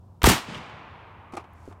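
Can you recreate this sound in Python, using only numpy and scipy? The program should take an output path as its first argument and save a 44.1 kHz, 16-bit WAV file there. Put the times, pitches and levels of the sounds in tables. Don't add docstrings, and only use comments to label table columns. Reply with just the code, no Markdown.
import sys
import numpy as np
from scipy import signal
from scipy.fft import rfft, irfft, next_fast_len
from scipy.io import wavfile
from scipy.ndimage import map_coordinates

SR = 44100
rng = np.random.default_rng(int(sys.argv[2]) if len(sys.argv) > 2 else 0)


def output_pcm(signal):
    pcm = np.clip(np.atleast_2d(signal).T, -1, 1) * 32767
    wavfile.write(sys.argv[1], SR, np.round(pcm).astype(np.int16))


N = 79380
TIME = np.arange(N) / SR
HIT_TIME = np.arange(SR // 4) / SR


# (time [s], level [dB], t60 [s], treble edge [Hz])
CRACK_HITS = [(.2412, -3, .019, 16000), (.2425, -15, .18, 1800)]
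# (frequency [Hz], level [dB])
CRACK_EQ = [(100, -3), (300, -1), (550, -6), (950, 0), (1250, -.5), (1700, -6), (3900, -10), (6000, -18.5),
            (16000, -22)]

def muzzle_crack():
    shot_s, pulse_s = .2412, .0005
    age = np.maximum(TIME - shot_s, 0) / pulse_s
    front = amp(-1) * (age > 0) * (1 - age) * np.exp(-age)
    return front + bursts(CRACK_HITS, CRACK_EQ)


# (time [s], first pitch [Hz], last pitch [Hz], level [dB], t60 [s])
GAS_SURGES = [(.2355, 70, 66, -10, .12), (.2505, 70, 48, -5.5, .075), (.2702, 1000, 76, 0, .12),
              (.2985, 900, 230, -7.5, .05)]

def gas_surges():
    glide_s = .0042
    track = np.zeros(N)
    for start, first_hz, last_hz, db, t60 in GAS_SURGES:
        hz = last_hz + (first_hz - last_hz) * np.exp(-HIT_TIME / glide_s)
        phase = 2 * np.pi * np.cumsum(hz) / SR + .3 * wobble(600, HIT_TIME)
        add(track, start, amp(db) * hit_envelope(t60, rise_s=.003) * np.sin(phase))
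    return track


# (time [s], length [s], level [dB])
JET_FLARES = [(.2505, .008, -22.5), (.2572, .0185, -14), (.2858, .0185, -15)]
# (frequency [Hz], level [dB])
JET_EQ = [(200, -6), (1000, -1), (2400, 2.5), (4000, -2), (6000, -2.5), (9500, -3), (10500, -8),
          (12000, -5), (16000, -11)]

def burning_jet():
    fade_s, flutter_db = .0015, 2.5
    gate = sum(amp(db) * np.clip(np.minimum(TIME - start, start + length - TIME) / fade_s, 0, 1)
               for start, length, db in JET_FLARES)
    flutter = unit_rms(amp(flutter_db * wobble(500)))
    return gate * flutter * noise(JET_EQ, spikiness=.7)


# (time [s], level [dB], t60 [s], treble edge [Hz])
LOCK_SNAPS = [(.218, -26.5, 0.021, 4000), (.220, -25.5, 0.02, 3000), (.2297, -29.5, 0.046, 4000),
              (.2326, -16, 0.0063, 18040)]
# (frequency [Hz], level [dB])
LOCK_EQ = [(60, -12), (300, -2), (1000, 0), (2500, -3), (6000, -6), (16000, -5)]

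def lock_and_priming():
    return bursts(LOCK_SNAPS, LOCK_EQ)


# (start [s], rise [s], hold [s], level [dB], spikiness)
NEAR_SWELL = (0.24, .05, .02, -10.5, .55)
# (frequency [Hz], level [dB])
NEAR_EQ = [(20, -14), (45, 0), (90, 1), (170, 2), (280, .5), (520, -9.5), (1000, -3.5), (1700, -9.5),
           (2700, -9), (5000, -14), (9500, -17.5), (10500, -24), (12000, -19.5), (16000, -28)]
# (frequency [Hz], t60 [s])
NEAR_DECAY = [(50, .17), (300, .25), (1200, 0.35), (3000, .33), (7000, .27), (14000, .2)]

def near_trees():
    return scatter(NEAR_SWELL, NEAR_EQ, NEAR_DECAY)


# (start [s], rise [s], hold [s], level [dB], spikiness)
FAR_SWELL = (0.42, 0.08, 0.0482, -35, 0.68)
# (frequency [Hz], level [dB])
FAR_EQ = [(25, -23), (55, -7), (110, -6), (180, -6), (330, -9), (600, -6.5), (1100, -7), (1700, -10.5),
          (2800, -10), (4500, -19), (8000, -28.5), (16000, -55)]
# (frequency [Hz], t60 [s])
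FAR_DECAY = [(60, .9), (200, 0.85), (1000, 1), (3000, 0.74), (7000, .55), (14000, .45)]
# (time [s], level [dB], t60 [s], treble edge [Hz])
TREE_THUMPS = [(.478, -31, 0.27, 900), (.515, -34, 0.27, 400), (.565, -34, 0.27, 400)]
# (frequency [Hz], level [dB])
THUMP_EQ = [(25, -28), (52, -3), (80, -9), (130, -3.5), (195, 2.5), (280, -8.5), (600, -15), (2000, -45),
            (16000, -100)]
# (time [s], level [dB], t60 [s], treble edge [Hz])
TRUNK_SLAPS = [(.546, -27.5, 0.034, 4040), (.577, -33, .02, 7960)]
# (frequency [Hz], level [dB])
SLAP_EQ = [(100, -13), (1000, -8), (3000, 3), (4500, -12), (16000, -19)]

def far_trees():
    echo = scatter(FAR_SWELL, FAR_EQ, FAR_DECAY)
    return echo + bursts(TREE_THUMPS, THUMP_EQ, rise_s=.0041) + bursts(TRUNK_SLAPS, SLAP_EQ)


# (start [s], rise [s], hold [s], level [dB], spikiness)
ROLL_SWELL = (0.34, 0.18, 0.1673, -39.5, 0.33)
# (frequency [Hz], level [dB])
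ROLL_EQ = [(25, -32), (70, -7), (110, 4), (200, -4.5), (400, -7), (650, -6), (1000, 1), (1300, -4.5),
           (1700, -8), (2400, -7.5), (3500, -16), (5000, -27.5), (8000, -42), (16000, -71)]
# (frequency [Hz], t60 [s])
ROLL_DECAY = [(100, 3.2), (400, 4.9), (1000, 4.57), (2400, 2.73), (5000, 1.73), (10000, 1.3)]

def rolling_tail():
    return scatter(ROLL_SWELL, ROLL_EQ, ROLL_DECAY)


# (time [s], level [dB], t60 [s], treble edge [Hz])
GUN_CLACKS = [(1.322, -42, 0.1, 10000), (1.336, -36, 0.08, 7000), (1.352, -33, .02, 14000),
              (1.367, -31, 0.038, 12000), (1.3702, -24, 0.047, 7100), (1.3775, -27, 0.046, 3500),
              (1.394, -37, .11, 4000), (1.44, -44, 0.082, 4000), (1.7115, -40.5, 0.06, 1510),
              (1.724, -41.5, 0.038, 5970)]
# (frequency [Hz], level [dB])
CLACK_EQ = [(60, -15), (200, -6), (360, -2.5), (520, -9.5), (810, 3.5), (980, -4.5), (1240, 1),
            (1650, -21.5), (2350, -10), (3100, -20.5), (4400, -22.5), (9000, -24), (16000, -36)]
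# (time [s], pitch [Hz], level [dB], t60 [s])
STEEL_RINGS = [(1.37, 10950, -68, .25), (1.37, 15200, -69, .17)]
# (time [s], pitch [Hz], level [dB], t60 [s])
TABLE_THUDS = [(1.3345, 260, -27, 0.049), (1.341, 355, -30, 0.075), (1.3702, 785, -27, .07),
               (1.6772, 340, -21, .011), (1.6845, 290, -24.5, .015), (1.694, 95, -40, .1)]

def gun_on_rest():
    clacks = bursts(GUN_CLACKS, CLACK_EQ, rise_s=.00048)
    steel = damped_tones(STEEL_RINGS, rise_s=.001, jitter_rad=.9)
    table = damped_tones(TABLE_THUDS, rise_s=.00085, jitter_rad=.25)
    return clacks + steel + table


# (start [s], rise [s], hold [s], level [dB], spikiness)
SLEEVE_SWELL = (1.49, .17, .05, -67.5, .7)
# (frequency [Hz], level [dB])
SLEEVE_EQ = [(500, -27), (3000, -2.5), (7000, -1.5), (11000, -9.5), (16000, -18)]
# (frequency [Hz], t60 [s])
SLEEVE_DECAY = [(5000, .15)]

def sleeve():
    return scatter(SLEEVE_SWELL, SLEEVE_EQ, SLEEVE_DECAY)


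# (time [s], level [dB], t60 [s], treble edge [Hz])
TICK_HITS = [(.4499, -49, .018, 14000), (.6935, -64, .015, 14000), (1.5344, -54, .012, 16000)]
# (frequency [Hz], level [dB])
TICK_EQ = [(1000, -30), (7000, -16), (11000, -2), (16000, 3)]

def ticks():
    return bursts(TICK_HITS, TICK_EQ)


# (frequency [Hz], level [dB])
AIR_EQ = [(20, -28), (50, -9), (95, 2), (135, -8.5), (195, -8.5), (250, -17.5), (500, -23), (950, -21.5),
          (1300, -31.5), (1900, -47), (6000, -50), (16000, -56)]

def engine_and_air():
    hum_hz, hum_db, waver_db, air_db = 87.3, -50, 2, -51.5
    hz = hum_hz * (1 + .05 * wobble(12.02))
    hum = amp(hum_db + waver_db * wobble(14)) * np.sin(2 * np.pi * np.cumsum(hz) / SR)
    return hum + amp(air_db) * noise(AIR_EQ)


def bursts(hits, eq, rise_s=.00022):
    track, hz = np.zeros(N), np.fft.rfftfreq(len(HIT_TIME), 1 / SR)
    gain = amp(curve_at(eq, hz))
    for start, db, t60, edge_hz in hits:
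        white = rfft(rng.standard_normal(len(HIT_TIME)))
        grit = irfft(white * gain / np.hypot(1, (hz / edge_hz) ** 2), len(HIT_TIME))
        add(track, start, amp(db) * hit_envelope(t60, rise_s) * unit_rms(grit))
    return track


def damped_tones(hits, rise_s, jitter_rad):
    track = np.zeros(N)
    for start, hz, db, t60 in hits:
        phase = 2 * np.pi * hz * HIT_TIME + jitter_rad * wobble(min(2 * hz, 900), HIT_TIME)
        add(track, start, amp(db) * hit_envelope(t60, rise_s) * np.sin(phase))
    return track


def scatter(swell, eq, decay):
    start, rise, hold, db, spikiness = swell
    hz, t, spectra = signal.stft(noise(eq, spikiness), SR, nperseg=512)
    release_s = np.maximum(t - start - rise - hold, 0)
    fade = np.exp(-np.log(1000) * release_s / curve_at(decay, hz)[:, None])
    wash = signal.istft(spectra * fade, SR, nperseg=512)[1][:N]
    return amp(db) * np.clip((TIME - start) / rise, 0, 1) * wash


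def noise(eq, spikiness=0):
    grains = rng.standard_normal(N) * np.exp(spikiness * np.clip(rng.standard_normal(N), -3, 3))
    return unit_rms(filtered(grains, lambda hz: amp(curve_at(eq, hz))))


def hit_envelope(t60, rise_s):
    return (1 - np.exp(-HIT_TIME / rise_s)) * np.exp(-np.log(1000) * HIT_TIME / t60)


def wobble(knots_per_s, time=TIME):
    return map_coordinates(rng.standard_normal(len(time) // 20), [time * knots_per_s + 2])


def filtered(x, response):
    size = next_fast_len(N + 8192)
    return irfft(rfft(x, size) * response(np.fft.rfftfreq(size, 1 / SR)), size)[..., :N]


def curve_at(points, hz):
    point_hz, values = np.transpose(points)
    return np.interp(np.log(hz + 1), np.log(point_hz + 1), values)


def amp(db):
    return 10 ** (np.asarray(db) / 20)


def unit_rms(x):
    return x / np.sqrt(np.mean(x ** 2) + 1e-20)


def add(track, start_s, sound):
    part = track[round(start_s * SR):][:len(sound)]
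    part += sound[:len(part)]


def scene():
    shot = lock_and_priming() + muzzle_crack() + burning_jet() + gas_surges()
    woods = far_trees() + near_trees() + rolling_tail()
    return (shot + woods + gun_on_rest() + sleeve() + ticks() + engine_and_air())[None]


def record(dry):
    threshold_db, release_db_per_s, detector_s = -13.4, 3.5, .015
    clip_level, cutoff_hz = .64, 15850
    pole = np.exp(-1 / (detector_s * SR))
    power = signal.lfilter([1 - pole], [1, -pole], dry[0] ** 2)
    over_db = np.maximum(10 * np.log10(np.abs(power) + 1e-12) - threshold_db, 0)
    release_db = release_db_per_s * TIME
    duck_db = np.maximum.accumulate(over_db + release_db) - release_db
    ducked = dry * amp(-duck_db)
    saturated = ducked / (1 + (ducked / clip_level) ** 4) ** (1 / 4)
    return filtered(saturated, lambda hz: 1 / np.hypot(1, (hz / cutoff_hz) ** 90))


dry = scene()
out = record(dry)
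output_pcm(out)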